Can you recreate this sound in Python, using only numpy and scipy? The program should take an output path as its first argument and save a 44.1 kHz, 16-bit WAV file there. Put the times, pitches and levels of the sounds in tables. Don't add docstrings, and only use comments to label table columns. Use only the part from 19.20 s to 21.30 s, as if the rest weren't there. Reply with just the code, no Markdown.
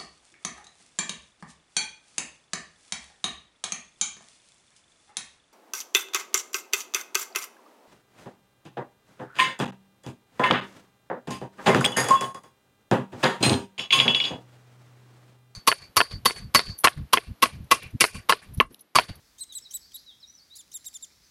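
import sys
import numpy as np
from scipy import signal
from scipy.fft import rfft, irfft, next_fast_len
from scipy.io import wavfile
from scipy.ndimage import uniform_filter1d, map_coordinates

SR = 44100
rng = np.random.default_rng(int(sys.argv[2]) if len(sys.argv) > 2 else 0)


def volts_from_db(level):
    exponent = np.asarray(level, float) / 20
    return 10 ** exponent


def file_out(sig):
    cols = np.atleast_2d(sig).T
    lim = np.clip(cols, -1, 1)
    pcm = np.round(lim * 32767).astype(np.int16)
    wavfile.write(sys.argv[1], SR, pcm)


N = 92610
ATTACK_S = 0.0008
BEAK_HZ = 8500
FLUTTER_HZ = 4100
BLUR_CENTRE_HZ = 5000


def unit(x):
    return x / np.sqrt(np.mean(x ** 2) + 1e-20)


def wobble(n, rate):
    return map_coordinates(rng.standard_normal(int(n * rate / SR) + 4), [np.arange(n) * rate / SR])


def add(out, start_s, x):
    part = out[round(start_s * SR):][:len(x)]
    part += x[:len(part)]


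def sine(pitch):
    return np.sin(2 * np.pi * np.cumsum(pitch) / SR)


def coloured(n, gain):
    m = next_fast_len(n + 2048)
    spectrum = rfft(rng.standard_normal(m)) * gain(np.fft.rfftfreq(m, 1 / SR) + 1)
    return unit(irfft(spectrum, m)[:n])


def tract_loss_db(hz):
    beak_db = 8 * abs(np.log2(hz / BEAK_HZ))
    throat_db = 35 * np.maximum(np.log2(3100 / hz), 0)
    return beak_db + throat_db


def harmonic_stack(pitch, voice):
    one, three, four = voice
    high_step_db = 9
    levels = [one, 0, three, four, four - high_step_db, four - 2 * high_step_db]
    phase = 2 * np.pi * np.cumsum(pitch) / SR
    home = np.median(pitch)
    total = np.zeros(len(pitch))
    for k, db in enumerate(levels, 1):
        slide_db = tract_loss_db(k * home) - tract_loss_db(k * pitch)
        waver_db = 0.7 * wobble(len(pitch), 127)
        audible = k * pitch < SR / 2
        total += np.sqrt(2) * volts_from_db(db + slide_db + waver_db) * audible * np.sin(k * phase)
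    return total


# (multiple of the centre [ratio], level [dB])
STRANDS = [(1, 1.5), (.56, -7), (1.4, -11), (.8, -4.5)]


def hoarse_breath(n, hz0, hz1):
    width_octaves = 0.75
    middle = (hz0 + hz1) / 2
    sound = coloured(n, lambda f: np.exp(-abs(np.log2(f / middle) / width_octaves)))
    centre = np.linspace(hz0, hz1, n)
    for multiple, db in STRANDS:
        breaks = volts_from_db(db + 5 * wobble(n, 400))
        wander = 1 + 0.035 * wobble(n, 250)
        sound += breaks * sine(multiple * centre * wander)
    return unit(sound) * volts_from_db(2 * wobble(n, 700))


# (start [s], end [s], pitch [Hz], opening bend [Hz], sag [Hz/s], drop time [s],
# level of the 2nd partial at mid-note [dB])
NOTES = [(0.207, 0.241, 4110, 300, -1000, 0.0042, -37), (0.35, 0.39, 4180, -700, 9016, 0.0031, -36.5),
         (0.538, 0.575, 4000, -800, 509, 0.0038, -35), (0.7422, 0.771, 3953, -450, 3013, 0.0047, -49),
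         (1.386, 1.4185, 3680, 600, 2000, 0.0055, -48.5), (1.5405, 1.5777, 3770, 900, 2496, 0.0048, -38),
         (1.6612, 1.688, 3830, 600, 3993, 0.0032, -38.5), (1.7468, 1.7755, 3590, 450, -2500, .0044, -38.5),
         (1.825, 1.8519, 3720, 500, 500, 0.0046, -40.5)]
# (1st, 3rd, 4th partial over the 2nd [dB], swell to the middle [dB])
VOICES = [(-7.5, -18.5, -50, 0), (-8, -14, -27, 1), (-8.5, -3.5, -23, 5.5), (4.5, 9, -4, 6),
          (-4.5, -4.5, -16, 3), (-9.5, -3, -15, 5.5), (-9, -6, -17, 3), (-9, -10, -24, 5),
          (-7.5, -10.5, -27, 0.5)]


def clear_notes():
    from_below_s, from_above_s = 0.00291, 0.001
    drop_hz, drop_db, hoarse_db = 1423, 12, -15
    gulp_hz, gulp_s, gulp_db = 2050, 0.006, -25
    out = np.zeros(N)
    for (start, end, hz, bend, sag, drop_s, db), (*voice, swell_db) in zip(NOTES, VOICES):
        length = end - start
        t = np.arange(round((length + 0.0084) * SR)) / SR
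        drop = np.exp((t - length) / drop_s)
        opening = bend * np.exp(-t / (from_below_s if bend < 0 else from_above_s))
        pitch = np.maximum(hz + opening - sag * t - drop_hz * drop, 1200)
        swell = volts_from_db(db - swell_db * (2 * t / length - 1) ** 2)
        level = (1 - np.exp(-t / ATTACK_S)) * swell
        tone = volts_from_db(-drop_db * drop) * harmonic_stack(pitch, voice)
        hoarse_level = volts_from_db(hoarse_db) * drop * np.exp(1 - drop)
        breath = hoarse_level * hoarse_breath(len(t), BEAK_HZ, BEAK_HZ)
        add(out, start, level * (tone + breath))
        n = round(gulp_s * SR)
        gulp = np.hanning(n) * np.sin(2 * np.pi * gulp_hz * t[:n])
        add(out, end, volts_from_db(db + gulp_db) * gulp)
    return out


# (start [s], length [s], pitch [Hz], bend by the end [Hz], level of the 2nd partial [dB])
PIPS = [(0.183, 0.0043, 3240, -100, -48), (0.323, 0.0093, 3326, -450, -45.5),
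        (0.509, 0.012, 3216, -300, -43.5), (1.353, 0.0065, 3290, 1102, -49.5),
        (1.516, 0.0058, 3140, -300, -48), (1.643, 0.006, 3130, -900, -51)]
# (1st, 3rd, 4th partial over the 2nd [dB])
PIP_VOICE = (-10, -6, -12)


def pips():
    out = np.zeros(N)
    for start, length, hz, bend, db in PIPS:
        t = np.arange(round(length * SR)) / SR
        onset = 1 - np.exp(-t / ATTACK_S)
        close = np.cos(np.pi / 2 * t / length) ** 0.5
        pitch = hz + bend * (t / length) ** 2
        add(out, start, volts_from_db(db) * onset * close * harmonic_stack(pitch, PIP_VOICE))
    return out


# (start [s], end [s], centre at start [Hz], centre at end [Hz], start level [dB], end level [dB])
RASPS = [(0.184, 0.205, 7600, 8200, -54, -49), (0.331, .35, 7500, 8140, -52.5, -52),
         (0.516, 0.539, 7200, 8250, -52.5, -47.5), (0.714, 0.728, 6000, 5800, -63, -59),
         (.732, 0.741, 7800, 8160, -63, -54.5), (1.359, 1.382, 7130, 6700, -51, -51.5),
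         (1.358, 1.383, 11500, 10530, -46.5, -56), (1.518, 1.543, 6480, 7460, -55, -48),
         (1.646, 1.661, 6720, 7300, -52, -46), (1.734, 1.747, 6930, 7500, -57, -44),
         (1.812, 1.824, 7100, 7100, -64, -58)]


def rasps():
    out = np.zeros(N)
    for start, end, hz0, hz1, db0, db1 in RASPS:
        n = round((end - start) * SR)
        level = volts_from_db(np.linspace(db0, db1, n)) * signal.windows.tukey(n, 0.15)
        add(out, start, level * hoarse_breath(n, hz0, hz1))
    return out


# (start [s], length [s], from [Hz], to [Hz], level of the 2nd partial [dB])
SWOOPS = [(0.2, 0.008, 7230, 4170, -66.5), (0.535, 0.0063, 4240, 2970, -62), (.71, .018, 3480, 2950, -71),
          (1.381, 0.0068, 5500, 3900, -63), (1.537, .005, 5850, 3920, -66.5),
          (1.662, 0.006, 6340, 4000, -63.5), (1.741, 0.006, 6400, 3780, -67),
          (1.824, 0.0045, 5400, 3900, -69)]


def swoops():
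    out = np.zeros(N)
    for start, length, hz0, hz1, db in SWOOPS:
        pitch = np.linspace(hz0, hz1, round(length * SR))
        add(out, start, volts_from_db(db) * np.hanning(len(pitch)) ** 0.5 * harmonic_stack(pitch, (12, -3, -12)))
    return out


# (time [s], level at onset [dB])
CLICKS = [(.517, -49), (.72, -49), (1.127, -59), (1.479, -52), (1.646, -46), (1.7305, -45), (1.810, -51)]


def bill_clicks():
    t60, centre_hz = 0.0051, 4000
    t = np.arange(SR // 50) / SR
    out = np.zeros(N)
    for start, db in CLICKS:
        burst = coloured(len(t), lambda f: np.exp(-np.log2(f / centre_hz) ** 2 / 2))
        add(out, start, volts_from_db(db - 60 * t / t60) * burst)
    return out


# (time after note start [s], pitch [Hz], level [dB])
RISE = [(0, 3640, -66), (.012, 3700, -54), (.021, 3850, -50), (.03, 3900, -48), (.04, 4010, -49),
        (.052, 4520, -56), (.062, 4900, -54), (.075, 5000, -66)]
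FALL = [(0, 4000, -66), (.009, 3990, -52), (.029, 3850, -48), (.045, 3610, -49), (.058, 3330, -55),
        (.072, 3240, -55), (.078, 3260, -63), (.13, 3280, -69)]
DIVE = [(0, 5400, -68), (.008, 5380, -59), (.016, 5200, -61), (.028, 4350, -61), (.034, 4080, -50),
        (.042, 3880, -47), (.052, 3740, -50), (.059, 3700, -68)]
HIGH = [(0, 5350, -70), (.012, 5500, -64), (.02, 5800, -60), (.04, 5930, -58), (.055, 5950, -61),
        (.064, 5940, -70), (.085, 5920, -58), (.108, 5940, -68)]
DIP = [(0, 5420, -68), (.009, 5400, -57), (.02, 4650, -59), (.035, 4290, -59), (.048, 4560, -57),
       (.06, 4850, -57), (.068, 4800, -64), (.085, 4750, -68)]
LIFT = [(0, 5350, -68), (.016, 5600, -61), (.038, 5680, -58), (.046, 5680, -70)]
# (note shape, list of (start [s], gain [dB], sung for [s]))
SONG = [(RISE, [(.179, -3, .04), (.734, -1, .075), (1.298, -1, .075)]), (FALL, [(.285, -1, .065),
        (.857, -1, .13)]), (DIVE, [(.42, 0, .059), (.997, 0, .059)]), (LIFT, [(.487, -1, .046)]),
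        (HIGH, [(1.06, -1, .108)]), (DIP, [(.042, -14, .085), (.601, 0, .085), (1.172, 0, .085)])]


def songbird():
    out = np.zeros(N)
    for note, times in SONG:
        at, hz, db = np.transpose(note)
        for start, gain_db, length in times:
            t = np.arange(round(length * SR)) / SR
            pitch = uniform_filter1d(np.interp(t, at, hz), size=150)
            waver_db = 1 + 0.0025 * np.maximum(pitch - FLUTTER_HZ, 0)
            level = volts_from_db(np.interp(t, at, db) + gain_db + waver_db * wobble(len(t), 236))
            level = level * signal.windows.tukey(len(t), 0.1)
            add(out, start, np.sqrt(2) * level * sine(pitch))
    return out


# (start [s], length [s], pitch [Hz], slide [Hz/s], level before blurring [dB])
FAR = [(1.58, .06, 4200, -5000, -66), (1.69, .04, 4700, -3000, -64), (1.9, .05, 4700, -14000, -70),
       (2.02, .055, 5200, -12000, -65), (2.01, .09, 6100, 500, -68), (1.88, .08, 2250, 100, -74),
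       (2.01, .08, 2250, 100, -75)]


def far_bird():
    out = np.zeros(N)
    for start, length, hz, slide, db in FAR:
        t = np.arange(round(length * SR)) / SR
        blur = wobble(len(t), 500)
        envelope = volts_from_db(db) * np.sqrt(2) * np.hanning(len(t)) ** 0.5
        add(out, start, envelope * blur * sine(hz + slide * t))
    return out


def garden_echo(x, t60, gap_s):
    t, out, step = np.arange(SR // 2) / SR, np.zeros(N), SR // 12
    for i in range(0, N, step):
        build_up = 1 - np.exp(-(t / gap_s) ** 2)
        tail = rng.standard_normal(len(t)) * volts_from_db(-60 * t / t60) * build_up
        add(out, i / SR, signal.fftconvolve(x[i:i + step], tail / np.linalg.norm(tail)))
    return out


def near_field(near):
    ground = np.pad(near, (round(0.0034 * SR), 0))[:N]
    return near + volts_from_db(-12) * ground + volts_from_db(-17.5) * garden_echo(near, t60=0.33, gap_s=0.0041)


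def through_foliage(song):
    hz = np.clip(np.fft.rfftfreq(N, 1 / SR), 2000, 7000)
    scatter_db = 14 * np.log2(hz / BLUR_CENTRE_HZ)
    shade_db = 0.0012 * np.maximum(hz - FLUTTER_HZ, 0)
    bright = irfft(rfft(song) * volts_from_db(scatter_db), N)
    direct = irfft(rfft(song) * volts_from_db(-shade_db), N)
    echo = volts_from_db(-8) * garden_echo(song, t60=0.45, gap_s=0.012)
    leaves = volts_from_db(-3) * garden_echo(bright, t60=0.1, gap_s=0.003)
    return direct + echo + leaves


# (time [s], level [dB])
CHATTER = [(0, -108), (.4, -68), (.8, -65.5), (1.2, -84), (1.6, -69), (2.1, -69)]


def far_chatter():
    width_octaves = 0.4
    blur = coloured(N, lambda f: np.exp(-(np.log2(f / BLUR_CENTRE_HZ) / width_octaves) ** 2))
    level_db = np.interp(np.arange(N) / SR, *np.transpose(CHATTER))
    return volts_from_db(level_db + 2.6 * wobble(N, 4.92)) * blur


# (frequency [Hz], relative density [dB per Hz])
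AIR = [(15, -26), (25, -37), (40, -7), (60, 0.8), (120, -6.5), (250, -7), (500, -14), (1000, -15),
       (2100, -13), (2800, -17.5), (3500, -13), (5500, -12), (8500, -19), (12000, -20.5), (16000, -24),
       (17000, -60)]


def outdoor_hiss():
    hz, db = np.transpose(AIR)
    noise = coloured(N, lambda f: volts_from_db(np.interp(np.log(f), np.log(hz), db)))
    return volts_from_db(-64.5 + 1.14 * wobble(N, 3.17)) * noise


def low_hum():
    tone = np.sin(2 * np.pi * 58.6 * np.arange(N) / SR)
    return volts_from_db(-86 + 3.2 * wobble(N, 2.7)) * tone


def scene():
    woodpeckers = clear_notes() + pips() + rasps() + swoops() + bill_clicks()
    song = songbird() + far_bird()
    background = far_chatter() + outdoor_hiss() + low_hum()
    mix = near_field(woodpeckers) + through_foliage(song) + background
    return mix[None]


def band_limit(x):
    return signal.sosfilt(signal.butter(12, 16250, fs=SR, output="sos"), x)


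def record(dry):
    passed = np.fft.rfftfreq(N, 1 / SR) < 15900
    kept = irfft(rfft(dry) * passed, N)
    return band_limit(kept)


dry = scene()
out = record(dry)
file_out(out)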